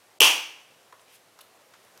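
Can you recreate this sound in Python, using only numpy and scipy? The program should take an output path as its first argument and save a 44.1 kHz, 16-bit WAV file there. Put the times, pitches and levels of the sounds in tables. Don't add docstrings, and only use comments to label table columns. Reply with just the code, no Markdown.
import sys
import numpy as np
from scipy import signal
from scipy.fft import rfft, irfft, next_fast_len
from scipy.io import wavfile
from scipy.ndimage import uniform_filter1d, map_coordinates

SR = 44100
rng = np.random.default_rng(int(sys.argv[2]) if len(sys.argv) > 2 else 0)


def unload_audio(sound):
    columns = np.transpose(np.atleast_2d(sound))
    steps = np.round(np.clip(columns, -1, 1) * 32767)
    wavfile.write(sys.argv[1], SR, steps.astype(np.int16))


def volts_from_decibels(level):
    exponent = np.asarray(level, float) / 20
    return 10 ** exponent


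N = 88200

# pitch_hz, level_db (per Hz)
AIR_COLOUR = [(20, -41.5), (70, -29), (105, -15.5), (230, -17), (500, -8), (2550, -17.5), (11300, -25),
              (16000, -30)]
# time_s, level_db
AIR_SWELL = [(0, 1.5), (.8, 1.5), (1.17, 1), (1.2, 0.5), (1.65, 1.5), (2, 3.5)]
# pitch_hz, t60_s (time to fall 60 dB)
ROOM_RING = [(100, 0.33), (300, .45), (1000, 0.43), (2000, .52), (3000, 0.42), (6000, 0.42), (10000, 0.33),
             (15000, 0.37)]
# peak_s, rise_s, fall_s
STROKES = [
    (.045, .025, .025),
    (1.018, .02, .007),
    (1.15, .12, .035),
    (1.152, .1, .03),
    (1.16, .09, .012),
    (1.412, .02, .01),
    (1.4125, .007, .009),
    (1.8, .06, .3),
]
# level_db, pitch_hz
STROKE_SOUNDS = [(-71, 2400), (-60, 7900), (-60, 2550), (-61.5, 4900), (-59, 10000), (-52, 3400),
                 (-49.5, 11000), (-76, 1130)]
# start_s, level_db, pitch_hz, width_hz, t60_s
TAPS = [(.925, -43.5, 1100, 600, 0.065), (.9252, -51, 3530, 5960, 0.029), (0.931, -52.5, 453, 300, 0.047),
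        (0.995, -53, 2500, 2500, .02), (1.0, -63, 6950, 7000, 0.014), (1.389, -49, 1240, 920, 0.063),
        (1.3893, -49.5, 5500, 10880, .03), (1.547, -59, 685, 894, 0.025), (1.737, -50.5, 1400, 1800, 0.087),
        (1.7371, -52.5, 3960, 5460, .045), (1.849, -54, 11180, 11000, 0.011),
        (1.976, -46, 5380, 2500, .012), (1.9752, -50, 12460, 3030, .01), (1.9754, -51.5, 1620, 1810, 0.024)]
# start_s, level_db, crack_db
CONTACTS = [
    (.2037, -5, -4),
    (.20625, -7, 0),
    (.20658, 2, -8),
    (.20694, 2, -12),
]
# start_s, level_db
ECHOES = [(.2088, -16), (.2099, -14), (.2113, -11), (.2132, -16), (.2148, -7), (.2165, -10), (.2174, -9),
          (.2192, -1), (.2216, -12), (.2262, -9), (.2276, -5), (.2295, -10), (.2343, -5), (.2405, -11),
          (.2432, -8)]
# pitch_hz, width_hz, level_db
STEEL = [(175, 41, -13.5), (312, 80, -11), (520, 300, -13.5), (957, 490, -5.5), (1400, 1500, -14.5),
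         (2418, 500, -6.5), (2880, 800, 3), (3260, 240, -1), (4600, 900, -10.5), (5835, 1700, -7.5),
         (9000, 5000, -13), (13710, 11000, -20.5)]

MAIN_SNAP_S = CONTACTS[1][0]


def unit(x):
    return x / np.sqrt(np.mean(x ** 2) + 1e-20)


def along(points, hz):
    f, v = np.transpose(points)
    return np.interp(np.log(hz + 1), np.log(f + 1), v)


def wobble(rate):
    knots = rng.standard_normal(int(N * rate / SR) + 4)
    return map_coordinates(knots, [np.arange(N) * rate / SR])


def filtered(x, response):
    m = 2 * next_fast_len(len(x) // 2 + SR // 8)
    return irfft(rfft(x, m) * response(np.fft.rfftfreq(m, 1 / SR)), m)[:len(x)]


def peak(f, hz, width):
    return 1j * f * width / (hz * hz - f * f + 1j * f * width)


def blows(rows):
    return lambda f: sum(volts_from_decibels(db) * np.exp(-2j * np.pi * f * s) for s, db in rows)


def puffs(rows, t60):
    t = np.arange(N) / SR
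    envelope = sum(volts_from_decibels(db - 60 * np.abs(t - s) / t60) * (t >= s) for s, db in rows)
    return rng.standard_normal(N) * envelope


def causal(gain):
    cepstrum = irfft(np.log(gain + 1e-6))
    half = len(cepstrum) // 2
    folded = np.concatenate([cepstrum[:1], 2 * cepstrum[1:half], np.zeros(len(cepstrum) - half)])
    return np.exp(rfft(folded))


def air():
    z = signal.stft(rng.standard_normal(N), nperseg=512)[2]
    across_pitch = uniform_filter1d(rng.standard_normal(z.shape), 6, 0)
    patches = uniform_filter1d(across_pitch, 12, 1)
    noise = signal.istft(z * volts_from_decibels(.8 * unit(patches)), nperseg=512)[1][:N]
    coloured = unit(filtered(noise, lambda f: volts_from_decibels(along(AIR_COLOUR, f))))
    swell_db = np.interp(np.arange(N) / SR, *np.transpose(AIR_SWELL))
    return volts_from_decibels(-60.5 + swell_db + 0.24 * wobble(2.7)) * coloured


def shudder():
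    level_db, pitch_hz, t60_s = -70.5, 65, 0.33
    t = np.arange(N) / SR - MAIN_SNAP_S
    low = unit(filtered(rng.standard_normal(N), lambda f: peak(f, pitch_hz, 50) ** 2))
    return volts_from_decibels(level_db - 60 * np.abs(t) / t60_s) * (t > 0) * low


def room(x, rise_s):
    late_db, late_longer = -26.5, 2.35
    hz, t, z = signal.stft(rng.standard_normal(SR), SR, nperseg=256)
    fall_db = -60 * t / along(ROOM_RING, hz)[:, None]
    fade = volts_from_decibels(fall_db) + volts_from_decibels(late_db + fall_db / late_longer)
    tail = signal.istft(z * fade, SR, nperseg=256)[1]
    tail = tail * (1 - np.exp(-(np.arange(len(tail)) / SR / rise_s) ** 2))
    return signal.fftconvolve(x, tail / np.linalg.norm(tail))[:N]


def slides():
    sharpness, grain_db = 1.3, 0.5
    t, out = np.arange(N) / SR, np.zeros(N)
    for (top, rise, fall), (db, hz) in zip(STROKES, STROKE_SOUNDS):
        grains = rng.standard_normal(N) * volts_from_decibels(grain_db * wobble(400) + 1.5 * wobble(50))
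        stroke = np.interp(t, [top - rise, top, top + fall], [0, 1, 0])
        friction = unit(filtered(grains, lambda f: peak(f, hz, hz / sharpness) ** 2))
        out += volts_from_decibels(db) * stroke * friction
    return out


def taps():
    out, t = np.zeros(N + SR), np.arange(SR // 8) / SR
    for s, db, hz, width, t60 in TAPS:
        puff = unit(filtered(rng.standard_normal(len(t)), lambda f: peak(f, hz, width) ** 2))
        out[round(s * SR):][:len(t)] += volts_from_decibels(db - 60 * t / t60) * puff
    return out[:N]


def steel(f):
    low_cut_hz = 250
    power = sum(volts_from_decibels(2 * db) * np.abs(peak(f, hz, w)) ** 4 for hz, w, db in STEEL)
    bass_cut = (1 + (low_cut_hz / (f + 1)) ** 8) ** .5
    return 8 * causal(power ** .5 / bass_cut)


def direct_snap(click):
    hits = blows([(s, db) for s, db, _ in CONTACTS])
    ring = filtered(click, lambda f: steel(f) * hits(f))
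    crack_noise = puffs([(s, crack_db) for s, _, crack_db in CONTACTS], .007)
    return ring + .5 * filtered(crack_noise, lambda f: peak(f, 11500, 14000))


def snap_echoes(click):
    dull_hz, scatter_db, scatter_t60_s = 6000, -17, .015
    returns = blows(ECHOES)

    def surface(f):
        dull = 1 / (1 + 1j * f / dull_hz) ** 2
        doubled = 1.2 + np.exp(-2j * np.pi * f * .00034)
        return steel(f) * returns(f) * dull * doubled

    scatter = volts_from_decibels(scatter_db) * filtered(puffs(ECHOES, scatter_t60_s), steel)
    return filtered(click, surface) + scatter


def cover_thud(click):
    start_s, level_db, pitch_hz, width_hz = .2145, 25, 440, 117.5
    return filtered(click, lambda f: blows([(start_s, level_db)])(f) * peak(f, pitch_hz, width_hz) ** 2)


def snap():
    click = np.eye(1, N)[0]
    into_room = filtered(click, lambda f: steel(f) * blows([(MAIN_SNAP_S, 11.5)])(f))
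    return direct_snap(click) + snap_echoes(click) + cover_thud(click) + room(into_room, 0.028)


def scene():
    small = taps() + slides()
    small_room = volts_from_decibels(-8) * room(small, .008)
    return (air() + shudder() + small + small_room + snap())[None]


def band_limit(x):
    return signal.sosfilt(signal.butter(12, 16180, fs=SR, output="sos"), x)


def record(dry):
    clip_top, clip_hard = 1.0, 18
    hush_start_s, hush_end_s, hush_hz = .187, .2005, 900
    top_hz = 15800
    x = dry[0] / (1 + np.abs(dry[0] / clip_top) ** clip_hard) ** (1 / clip_hard)
    t = np.arange(N) / SR
    hush = uniform_filter1d(1. * (t > hush_start_s) * (t < hush_end_s), size=60)
    before_snap = x * (t < hush_end_s + .002)
    treble = filtered(before_snap, lambda f: 1 / (1 + (hush_hz / (f + 1)) ** 8))
    x = filtered(x - hush * treble, lambda f: 1 / (1 + (f / top_hz) ** 40))
    return band_limit(x[None])


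dry = scene()
out = record(dry)
unload_audio(out)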